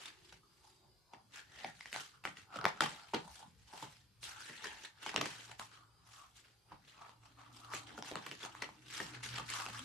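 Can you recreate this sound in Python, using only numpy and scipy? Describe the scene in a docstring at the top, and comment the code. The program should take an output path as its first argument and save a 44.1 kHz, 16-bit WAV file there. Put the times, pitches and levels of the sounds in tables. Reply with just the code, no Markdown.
"""A table in a quiet room, a stereo microphone close to stiff glossy book pages as fingers rub, lift and turn them.
Strokes of finger or sheet are grainy filtered noise, with fuzzy resonances for the air between the pages.
Sheets buckle with snaps and slower creases, each a decaying tone, a noise crack, a flop of air and a table thud.
Random echoes stand for table and walls. Steady hiss, a low wavering hum and a faint drone lie underneath."""
import sys
import numpy as np
from scipy import signal
from scipy.io import wavfile
from scipy.ndimage import uniform_filter1d

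SR = 44100
rng = np.random.default_rng(int(sys.argv[2]) if len(sys.argv) > 2 else 0)


def persist_wave(psi):
    """Save psi, clipped to +-1, as 16-bit WAV."""
    counts = np.round(np.clip(psi, -1, 1) * 32767).astype(np.int16)
    wavfile.write(sys.argv[1], SR, np.atleast_2d(counts).T)


def ratio(d):
    """dB to gain"""
    e = np.asarray(d, float) / 20
    return 10 ** e


N = 433944

# strokes of finger or sheet, before grain and dips; peak_s is the loudest moment, swell and fade span 20 dB:
# peak_s [s], level_db [dB], swell_ms [ms], fade_ms [ms], treble_tilt [dB per octave]
STROKES = [(0.061, -51.5, 139, 96, 0.5), (0.356, -65, 527, 53.5, 1), (0.685, -69, 264, 133.5, 5),
           (1.139, -63.5, 25, 42, -4.5), (1.356, -52.5, 43, 99.5, 0.5), (1.642, -52.5, 172, 101.5, -1),
           (1.837, -59.5, 179, 29, 1.5), (1.863, -56.5, 17, 114, 0), (1.936, -47, 31, 181, 2.5),
           (1.966, -49, 20, 42, 1.5), (2.252, -50.5, 13.5, 94.5, 1), (2.377, -57.5, 37.5, 90.5, -0.5),
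           (2.564, -51, 55.5, 28.5, -2.5), (2.7, -56.5, 100, 228, -3.5), (2.655, -45, 5.5, 63.5, -1),
           (2.808, -34.5, 2.5, 86, -0.5), (2.836, -47.5, 12, 254.5, 0), (3.143, -44.5, 13.5, 72, -5.5),
           (3.184, -63, 196, 187, 5), (3.349, -58, 135, 154.5, 4), (3.841, -51.5, 164, 30, 2.5),
           (3.882, -61.5, 373, 199, 2), (4.234, -49, 19.5, 37, 6.5), (4.262, -47, 46, 123, 2.5),
           (4.435, -51.5, 107.5, 123, 1.5), (4.488, -54.5, 19, 394.5, -0.5), (4.649, -46, 39, 86.5, -0.5),
           (4.841, -55.5, 443, 87, 0), (4.849, -43.5, -2, 15, 0.5), (5.07, -44.5, 77.5, 98, -0.9),
           (5.164, -43.5, 3, 69.5, -3), (5.255, -46, 59, 246.5, 0.6), (5.511, -57, 393.5, 77, 0.5),
           (5.596, -52, 16, 95.5, 4.5), (5.729, -60, 53, 111.5, 0), (6.17, -60.5, 168, 170.5, 3.5),
           (6.366, -62.5, 27.5, 89.5, 3.5), (6.445, -66, 17, 142, -0.9), (6.726, -65.5, 48, 59, -5),
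           (6.894, -58, 52.5, 79, 0), (7.088, -63, 292.5, 63, -1.5), (7.252, -65.5, 47.5, 117, 0),
           (7.402, -65, 49, 214, -1), (7.529, -62.5, 9, 701.5, 3.5), (7.743, -43.5, 29, 85.5, 1.8),
           (7.881, -53.5, 25, 130, -2.8), (7.98, -55, 14.5, 36.5, 5), (8.075, -48, 46.5, 99, 1),
           (8.168, -49.5, 16.5, 30, -4.5), (8.266, -53, 97, 67.5, -0.5), (8.309, -54.5, -1, 160, 0.5),
           (8.437, -48.5, 54, 73, -0.5), (8.568, -59.5, 188.5, 294, 0.5), (8.621, -44.5, 5.5, 49.5, -3),
           (8.983, -46, 145.5, 189.5, 1.3), (9.145, -52, 36.5, 85.5, -2.5), (9.235, -44, 14, 105, 1.4),
           (9.378, -45.5, 111, 79, -0.5), (9.51, -43, 59, 300, 2), (9.764, -49.5, 77, 205, 1)]
# spectrum of the sliding hiss: pitch_hz [Hz], relative level_db [dB per Hz]
RUB_SPECTRUM = [(180, -34.5), (300, -6), (756, -22.5), (1500, -4), (2500, -7), (2790, -4.5), (7730, -14.5),
                (12100, -25), (13500, -41.5)]
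# a lifted sheet cups the air, before grain and dips; peak_s is the loudest moment, swell and fade span 20 dB:
# peak_s [s], swell_ms [ms], fade_ms [ms], low_hollow_level_db [dB], high_hollow_level_db [dB]
AIR_RINGS = [(0.0, 588, 273, -67, -72), (0.441, 28, 320, -92, -76.5), (0.658, 97, 147, -69, -79),
             (0.839, 48, 102, -70, -90), (1.138, 56, 102, -60.5, -71), (1.365, 41, 100, -66, -56),
             (1.656, 136, 73, -56.5, -51), (1.95, 24, 100, -54.5, -44), (2.141, 28, 66, -96, -62.5),
             (2.255, 12, 65, -50, -46.5), (2.563, 84, 324, -53.5, -49.5), (2.653, 99, 111, -49, -72),
             (2.809, 1, 75, -35, -55), (2.992, 109, 127, -60, -60), (3.136, -2, 70, -41, -53),
             (3.291, 191, 74, -58.5, -70), (3.451, 173, 33.5, -59, -66.5), (3.747, 57, 165, -54.5, -72),
             (3.827, 17, 76, -54.5, -58), (4.276, 13, 414, -63.5, -53.5), (4.662, 107, 254, -59, -58),
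             (5.174, 159, 241, -51, -57), (5.516, 79, 66, -60.5, -67), (5.603, 4, 44, -48, -48),
             (5.734, 79, 212, -83, -60.5), (6.251, 326, 64, -67, -62.5), (6.727, 71, 87, -62.5, -66),
             (7.03, 103, 140, -57.5, -59.5), (7.25, 47, 107, -68, -67), (7.381, 14, 320, -63, -63),
             (7.748, 176, 124, -57.5, -49), (8.173, 597, 209, -58, -78), (8.46, 36, 93, -53.5, -59),
             (8.648, 247, 131, -61, -60), (8.985, 18, 288, -58, -60), (9.392, 82, 92, -55, -57),
             (9.55, 63, 255, -52.5, -47), (9.74, 22, 189, -61, -54)]
# drifting pitches of the two hollow resonances; the high one moves widely, the low one little:
# time_s [s], low_hollow_pitch_hz [Hz], high_hollow_pitch_hz [Hz]
HOLLOW_PITCHES = [(1.2, 885, 1200), (1.6, 800, 1960), (2.1, 800, 1313), (4.4, 890, 1390), (4.49, 900, 1800),
                  (4.9, 880, 1693), (5.1, 830, 1215), (9.84, 900, 1227)]
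# half widths of the hollow resonances: low [Hz], high [Hz]
HOLLOW_HALF_WIDTHS_HZ = [145, 180]
# level of each hollow against the hiss of the stroke that stirs it: low [dB], high [dB]
STIRRED_HOLLOW_DB = [-21, -18]
STROKE_BEND, RING_BEND = 1.53, 1.2  # exponents; above 1 the top is rounded and the ends are abrupt
DIP_DB, DIP_MS = -1, 26  # deepest gain just before a snap or crease, time constant of its approach

# sudden buckles: start_s [s], level_db [dB, peak of the ring], pitch_hz [Hz],
# crack_level_db [dB against that peak], flop_level_db [dB]
SNAPS = [(1.6445, -31.5, 2230, -9, -55), (1.8069, -36.5, 2070, -2, -88), (1.856, -37, 1900, -1.5, -96),
         (1.927, -34, 2060, 5.5, -55), (1.942, -31.5, 2180, 2, -75), (1.96, -37, 784, 8, -81),
         (2.251, -29.5, 1320, 8, -48.5), (2.273, -34.5, 2000, -1, -54), (2.611, -36, 1440, 5.5, -60),
         (2.63, -39, 1380, -10, -54), (2.641, -26.5, 1260, -3.5, -38.5), (2.652, -20, 1070, 9, -53),
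         (2.662, -21, 760, -10, -64), (2.773, -44.5, 1340, 2, -80), (2.8054, -13.5, 1340, 0, -50),
         (2.834, -28.5, 1480, -4, -50), (2.915, -43.5, 1940, 0, -49), (4.2294, -45, 3460, 7.5, -62),
         (5.115, -42, 900, 6, -61), (5.1599, -21.5, 2770, 4.5, -42.5), (5.174, -48, 200, -6, -40),
         (5.256, -34, 2700, 8.5, -44.5), (5.5946, -45, 920, 16, -55), (7.092, -47, 1000, 2, -71),
         (7.7345, -33.5, 1510, 3, -47), (8.023, -34.5, 885, 5.5, -55), (8.1124, -36.5, 590, 7, -44),
         (8.1198, -33, 447, -14, -64), (8.1542, -28.5, 1250, -0.5, -40.5), (8.312, -38.5, 2980, 9, -49.5),
         (8.549, -40, 1050, 0, -76), (8.689, -39.5, 950, -9, -65), (9.383, -28, 1225, -0.5, -50.5),
         (9.6617, -35, 2630, 5, -47)]
# slower creases that crunch over several ms: start_s [s], level_db [dB, peak of the ring], pitch_hz [Hz],
# crack_level_db [dB against that peak], flop_level_db [dB]
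CREASES = [(0.056, -41, 3630, -6, -75), (0.324, -61.5, 800, 18, -62.5), (1.134, -44, 910, -1.5, -58.5),
           (1.644, -32.5, 780, -7, -48), (2.2375, -47.5, 2630, 6.5, -74), (2.369, -47.5, 1930, 6, -85),
           (2.557, -36.5, 1350, -2.5, -44.5), (2.5686, -45, 1320, 6.5, -70), (2.5869, -35, 1350, -3.5, -50),
           (2.82, -33, 895, 9.5, -38), (2.859, -32, 1160, 0.5, -70), (3.135, -31, 900, -5.5, -36),
           (3.144, -32.5, 980, 5, -62), (3.734, -47, 910, -3, -50.5), (3.8247, -37.5, 890, -3, -48.5),
           (4.495, -44, 1880, -1, -48.5), (4.641, -37, 1850, 2.5, -60), (4.6538, -37.5, 1740, -3, -47.5),
           (5.0616, -36.5, 840, 8, -55), (5.141, -39.5, 805, 6, -44), (5.211, -33.5, 805, 12.5, -40.5),
           (6.718, -42, 954, -30.5, -57), (7.977, -40, 1400, -1, -48), (7.987, -45, 720, -1, -57),
           (8.2627, -45.5, 1450, 14.5, -47.5), (8.43, -39.5, 3450, -6, -48.5),
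           (8.62, -31.5, 1990, 1.5, -52), (8.6415, -46.5, 2060, 10, -70), (9.001, -32, 1846, 1.5, -41),
           (9.3966, -37, 1170, -9, -56), (9.684, -44, 780, 4, -51)]
# course of a snap: abruptness [exponent], ring_t60_s [s], crack_t60_s [s]
SNAP_COURSE = (7, .009, .006)
# course of a crease: abruptness [exponent], ring_t60_s [s], crack_t60_s [s]
CREASE_COURSE = (1.2, .024, .024)
# spectrum of the crack: pitch_hz [Hz], relative level_db [dB per Hz]
CRACK_SPECTRUM = [(200, -20.5), (1000, 6), (3000, 3.5), (6000, -4), (13000, -21)]
LEAD_S = 0.002  # from the first creep of the fold to its break

# spectrum of the air and microphone hiss: pitch_hz [Hz], relative level_db [dB per Hz]
ROOM_SPECTRUM = [(18, -38.5), (35, -13), (63, 7.5), (80, -8.5), (110, 5), (226, -10.5), (462, -15),
                 (1160, -15.5), (1930, -21), (4600, -17), (5400, -22), (12200, -25.5), (13500, -30)]
ROOM_DB = -70  # rms of that hiss
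# a thin band of the hiss stands out at first, then sinks
WHISTLE_HZ, WHISTLE_HALF_WIDTH_HZ, WHISTLE_GAIN, WHISTLE_FADE_S = 4910, 200, 2.3, 4
# swells of hum and drone, before their random waver: time_s [s], hum_level_db [dB], drone_level_db [dB]
HUM_LEVELS = [(0, -80, -76), (.9, -99, -78), (1.2, -79, -106), (3.5, -104, -83.5), (3.85, -74, -98.5),
              (4.2, -76.5, -99.5), (5.049, -80, -91), (5.3, -69, -70.5), (5.85, -73, -88.5),
              (6.7, -86, -93), (7.55, -64.5, -68.5), (8.25, -73, -68.5), (8.9, -71, -68.5), (9.3, -55, -62),
              (9.62, -65.5, -72), (9.76, -56, -71), (9.84, -66, -65)]
# drift of the hum, before its random waver: time_s [s], pitch_hz [Hz]
HUM_PITCHES = [(6.8, 114.2), (8.2, 117), (8.8, 122.5), (9.5, 121.8), (9.6, 113.3), (9.72, 119),
               (9.84, 110.7)]
# drift of the drone's centre: time_s [s], pitch_hz [Hz]
DRONE_PITCHES = [(0, 372), (1.1, 345), (1.4, 280), (9.1, 296.6), (9.36, 195), (9.5, 259.6)]
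DRONE_HALF_WIDTH_HZ = 37
# stereo likeness of every noise: pitch_hz [Hz], likeness [left-right correlation]
STEREO_LIKENESS = [(100, 0.76), (300, 0.71), (1000, 0.5), (3500, 0.31), (10000, 0.012)]
TOP_EDGE_HZ = 13600  # upper limit of the microphone


def rub():
    """Sliding hiss tilted by pressure, plus the fuzzy rings of the air hollows between the pages."""
    peak_s, level_db, swell_ms, fade_ms, tilt = np.transpose(STROKES)
    ring_s, ring_swell_ms, ring_fade_ms, *ring_db = np.transpose(AIR_RINGS)
    coarse, t = np.arange(0, N + 64, 64) / SR, np.arange(N) / SR
    strokes = stroke_powers(coarse, peak_s, level_db, swell_ms, fade_ms, STROKE_BEND)
    slide = strokes.sum(0)
    pressure = tilt @ strokes / slide  # the louder stroke sets the tilt

    def hiss(hz, t):
        octaves = np.log2((hz + 50) / 3300)
        return ratio(read(RUB_SPECTRUM, hz) + np.interp(t, coarse, pressure) * octaves)

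    sound = np.sqrt(np.interp(t, coarse, slide)) * evened(noise(hiss, N, size=256, patchy_db=3.0))
    time_s, *centres_hz = np.transpose(HOLLOW_PITCHES)
    hollows = zip(centres_hz, HOLLOW_HALF_WIDTHS_HZ, ring_db, STIRRED_HOLLOW_DB)
    for centre_hz, width_hz, cup_db, stir_db in hollows:
        def ring(hz, t):
            return 1 / (1 + ((hz - np.interp(t, time_s, centre_hz)) / width_hz) ** 2)

        cupped = stroke_powers(coarse, ring_s, cup_db, ring_swell_ms, ring_fade_ms, RING_BEND).sum(0)
        power = cupped + slide * ratio(2 * stir_db)
        hollow = evened(noise(ring, N, size=1024, patchy_db=2.0))
        sound = sound + np.sqrt(np.interp(t, coarse, power)) * hollow
    return sound * grain(bursts_per_s=220, spread_db=3.5, decay_s=0.0033)


def stroke_powers(t, peak_s, level_db, swell_ms, fade_ms, bend):
    """Power of each event over time: a swell in dB up to its loudest moment, then a fade."""
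    late_ms = 1000 * (t - peak_s[:, None])
    side_ms = np.where(late_ms < 0, swell_ms[:, None], fade_ms[:, None])
    span = abs(late_ms) / np.maximum(side_ms, 2)  # no side is shorter than 2 ms
    return ratio(2 * (level_db[:, None] - 20 * span ** bend)) + 1e-12


def grain(bursts_per_s, spread_db, decay_s):
    """Stick and slip: a gain made of short random bursts over a steady share."""
    strength = ratio(spread_db * np.minimum(rng.exponential(1, N), 4))
    kicks = strength * (rng.random(N) < bursts_per_s / SR)
    bursts = signal.lfilter([1], [1, -np.exp(-1 / (decay_s * SR))], kicks)
    return evened(bursts + 1.9 * bursts.mean())


def dip_before_snaps():
    """Gain for a brief dip of the rubbing sound just before each snap or crease."""
    t = np.arange(N) / SR
    snap_s = np.sort(np.transpose(SNAPS + CREASES)[0])
    next_s = np.append(snap_s, np.inf)[np.searchsorted(snap_s, t)]
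    ahead_ms = 1000 * (next_s - t)
    return ratio(DIP_DB * np.exp(-ahead_ms / DIP_MS))


def snaps():
    """Each buckle or crease: a wide crack with a short ring, a flop of air and a table thud."""
    t, out = np.arange(SR // 4) / SR, np.zeros((2, N + SR))

    def steady(gain, size, patchy_db):
        return evened(noise(lambda hz, t: gain(hz) + 0 * t, N + SR, size, patchy_db))

    crack = steady(lambda hz: ratio(read(CRACK_SPECTRUM, hz)), size=256, patchy_db=-3.5)
    flop = steady(lambda hz: 1 / (1 + (np.log2((hz + 1) / 330) / 0.97) ** 6), size=1024, patchy_db=2.5)
    thud = steady(lambda hz: 1 / (1 + (np.log2((hz + 1) / 150) / 0.44) ** 4), size=2048, patchy_db=6.0)
    after = np.maximum(t - LEAD_S, 0)
    crack = crack + 0.3 * crack[::-1]  # one small spot breaks, so both sides hear more nearly the same
    rows = [(*row, *SNAP_COURSE) for row in SNAPS] + [(*row, *CREASE_COURSE) for row in CREASES]
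    for start_s, level_db, pitch_hz, crack_db, flop_db, abrupt, ring_t60, crack_t60 in rows:
        start = round(start_s * SR)
        at = slice(start, start + len(t))
        creep = np.minimum(t / LEAD_S, 1) ** abrupt  # the fold creeps for a moment, then gives
        ring = np.cos(2 * np.pi * pitch_hz * (t - LEAD_S)) * ratio(-60 * after / ring_t60) * creep
        tick = crack[:, at] * ratio(-60 * after / crack_t60) * creep
        tick *= ratio(crack_db) / abs(tick).max()  # the strength of the buckle sets its peak
        push = flop[:, at] * (1 - np.exp(-t / 0.0021)) * ratio(-60 * t / 0.12)
        bass = thud[:, at] * (1 - np.exp(-t / 0.012)) * ratio(-60 * t / 0.33)  # rises more slowly
        push += ratio(-4.5) * bass
        both_sides = (push + 0.6 * push[::-1]) / 1.9
        out[:, at] += ratio(level_db) * (ring + tick) + ratio(flop_db) * both_sides
    return out[:, :N]


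def walls(x, t60, thin_hz, dull_hz):
    """Sparse echoes of random sign from table and walls, dying away, with bass and treble thinned."""
    taps = np.zeros((2, SR // 2))
    slots = np.arange(300, SR // 2 - 20, 20)  # one echo falls somewhere in each 20-sample slot
    at = slots + rng.integers(0, 20, (2, len(slots)))
    np.put_along_axis(taps, at, rng.choice([-1., 1.], at.shape), 1)
    dying = taps * ratio(-60 * np.arange(SR // 2) / SR / t60)
    taps = signal.lfilter(*signal.butter(1, [thin_hz, dull_hz], "band", fs=SR), dying)
    return signal.fftconvolve(x.mean(0)[None], taps / np.linalg.norm(taps[0]), axes=1)[:, :N]


def room_tone():
    """Air and microphone hiss, a low hum that wavers over a rumble, and a faint fuzzy drifting drone."""
    t = np.arange(N) / SR
    time_s, *levels = np.transpose(HUM_LEVELS)
    hum_db, drone_db = (np.interp(t, time_s, level) for level in levels)

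    def air_shape(hz, t):
        band = 1 / (1 + ((hz - WHISTLE_HZ) / WHISTLE_HALF_WIDTH_HZ) ** 2)
        return ratio(read(ROOM_SPECTRUM, hz)) * (1 + WHISTLE_GAIN * np.exp(-t / WHISTLE_FADE_S) * band)

    def drone_shape(hz, t):
        centre_hz = np.interp(t, *np.transpose(DRONE_PITCHES))
        return 1 / (1 + ((hz - centre_hz) / DRONE_HALF_WIDTH_HZ) ** 2)

    def rumble_shape(hz, t):
        return 1 / (1 + ((hz - 62) / 14) ** 4) + 0 * t

    air = evened(noise(air_shape, N, size=2048, patchy_db=4.0))
    smooth = uniform_filter1d(rng.standard_normal((N, 2)), size=2000, axis=0)
    waver = evened(uniform_filter1d(smooth, size=2000, axis=0)).T
    hum_hz = np.interp(t, *np.transpose(HUM_PITCHES)) + 2.51 * waver[0]  # Hz rms
    hum = np.sqrt(2) * np.sin(2 * np.pi * np.cumsum(hum_hz) / SR) * ratio(3.1 * waver[1])  # dB rms
    drone = evened(noise(drone_shape, N, size=4096, patchy_db=4.0))
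    rumble = evened(noise(rumble_shape, N, size=4096, patchy_db=1.0))
    return ratio(ROOM_DB) * air + ratio(hum_db) * (hum + ratio(-10) * rumble) + ratio(drone_db) * drone


def noise(shape, length, size, patchy_db):
    """Stereo noise of magnitude shape(hz, t), in drifting patches, alike left and right by STEREO_LIKENESS."""
    hop = size // 4
    frames, hz = length // hop + 5, np.fft.rfftfreq(size, 1 / SR)[:, None]
    a, b, c, d, patches = rng.standard_normal((frames, len(hz), 5)).T
    patches = uniform_filter1d(patches, size=6, axis=0)  # over frequency
    patches = evened(uniform_filter1d(patches, size=10, axis=1))  # over time
    same = np.clip(read(STEREO_LIKENESS, hz), -1, 1)
    left = a + 1j * b
    right = same * left + np.sqrt(1 - same ** 2) * (c + 1j * d)
    z = np.array([left, right])
    z *= shape(hz, np.arange(frames) * hop / SR) * ratio(patchy_db * patches)
    return signal.istft(z, nperseg=size, noverlap=size - hop)[1][:, :length]


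def read(points, hz):
    """Reads a spectrum on a log frequency axis."""
    f, value = np.transpose(points)
    return np.interp(np.log(hz + 1), np.log(f + 1), value)


def evened(x):
    """Scales to an rms of 1."""
    return x / np.sqrt(np.mean(x ** 2) + 1e-20)


def scene():
    """Book sounds, slightly stronger on the left, their echoes and the room."""
    book = rub() * dip_before_snaps() + snaps()
    direct = book * ratio([[0.3], [-0.3]])
    echoes = ratio(-9.0) * walls(book, t60=0.22, thin_hz=250, dull_hz=8900)
    return direct + echoes + room_tone()


def band_limit(x):
    """A steep low-pass at the top of the band."""
    return signal.sosfilt(signal.butter(12, 13890, fs=SR, output="sos"), x)


def record(dry):
    """The microphone drops the deepest bass and the top."""
    low_cut = signal.sosfilt(signal.butter(2, 45, "high", fs=SR, output="sos"), dry)
    mix = signal.oaconvolve(low_cut, signal.firwin(255, TOP_EDGE_HZ, fs=SR)[None], "same")
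    return band_limit(mix)


dry = scene()
out = record(dry)
persist_wave(out)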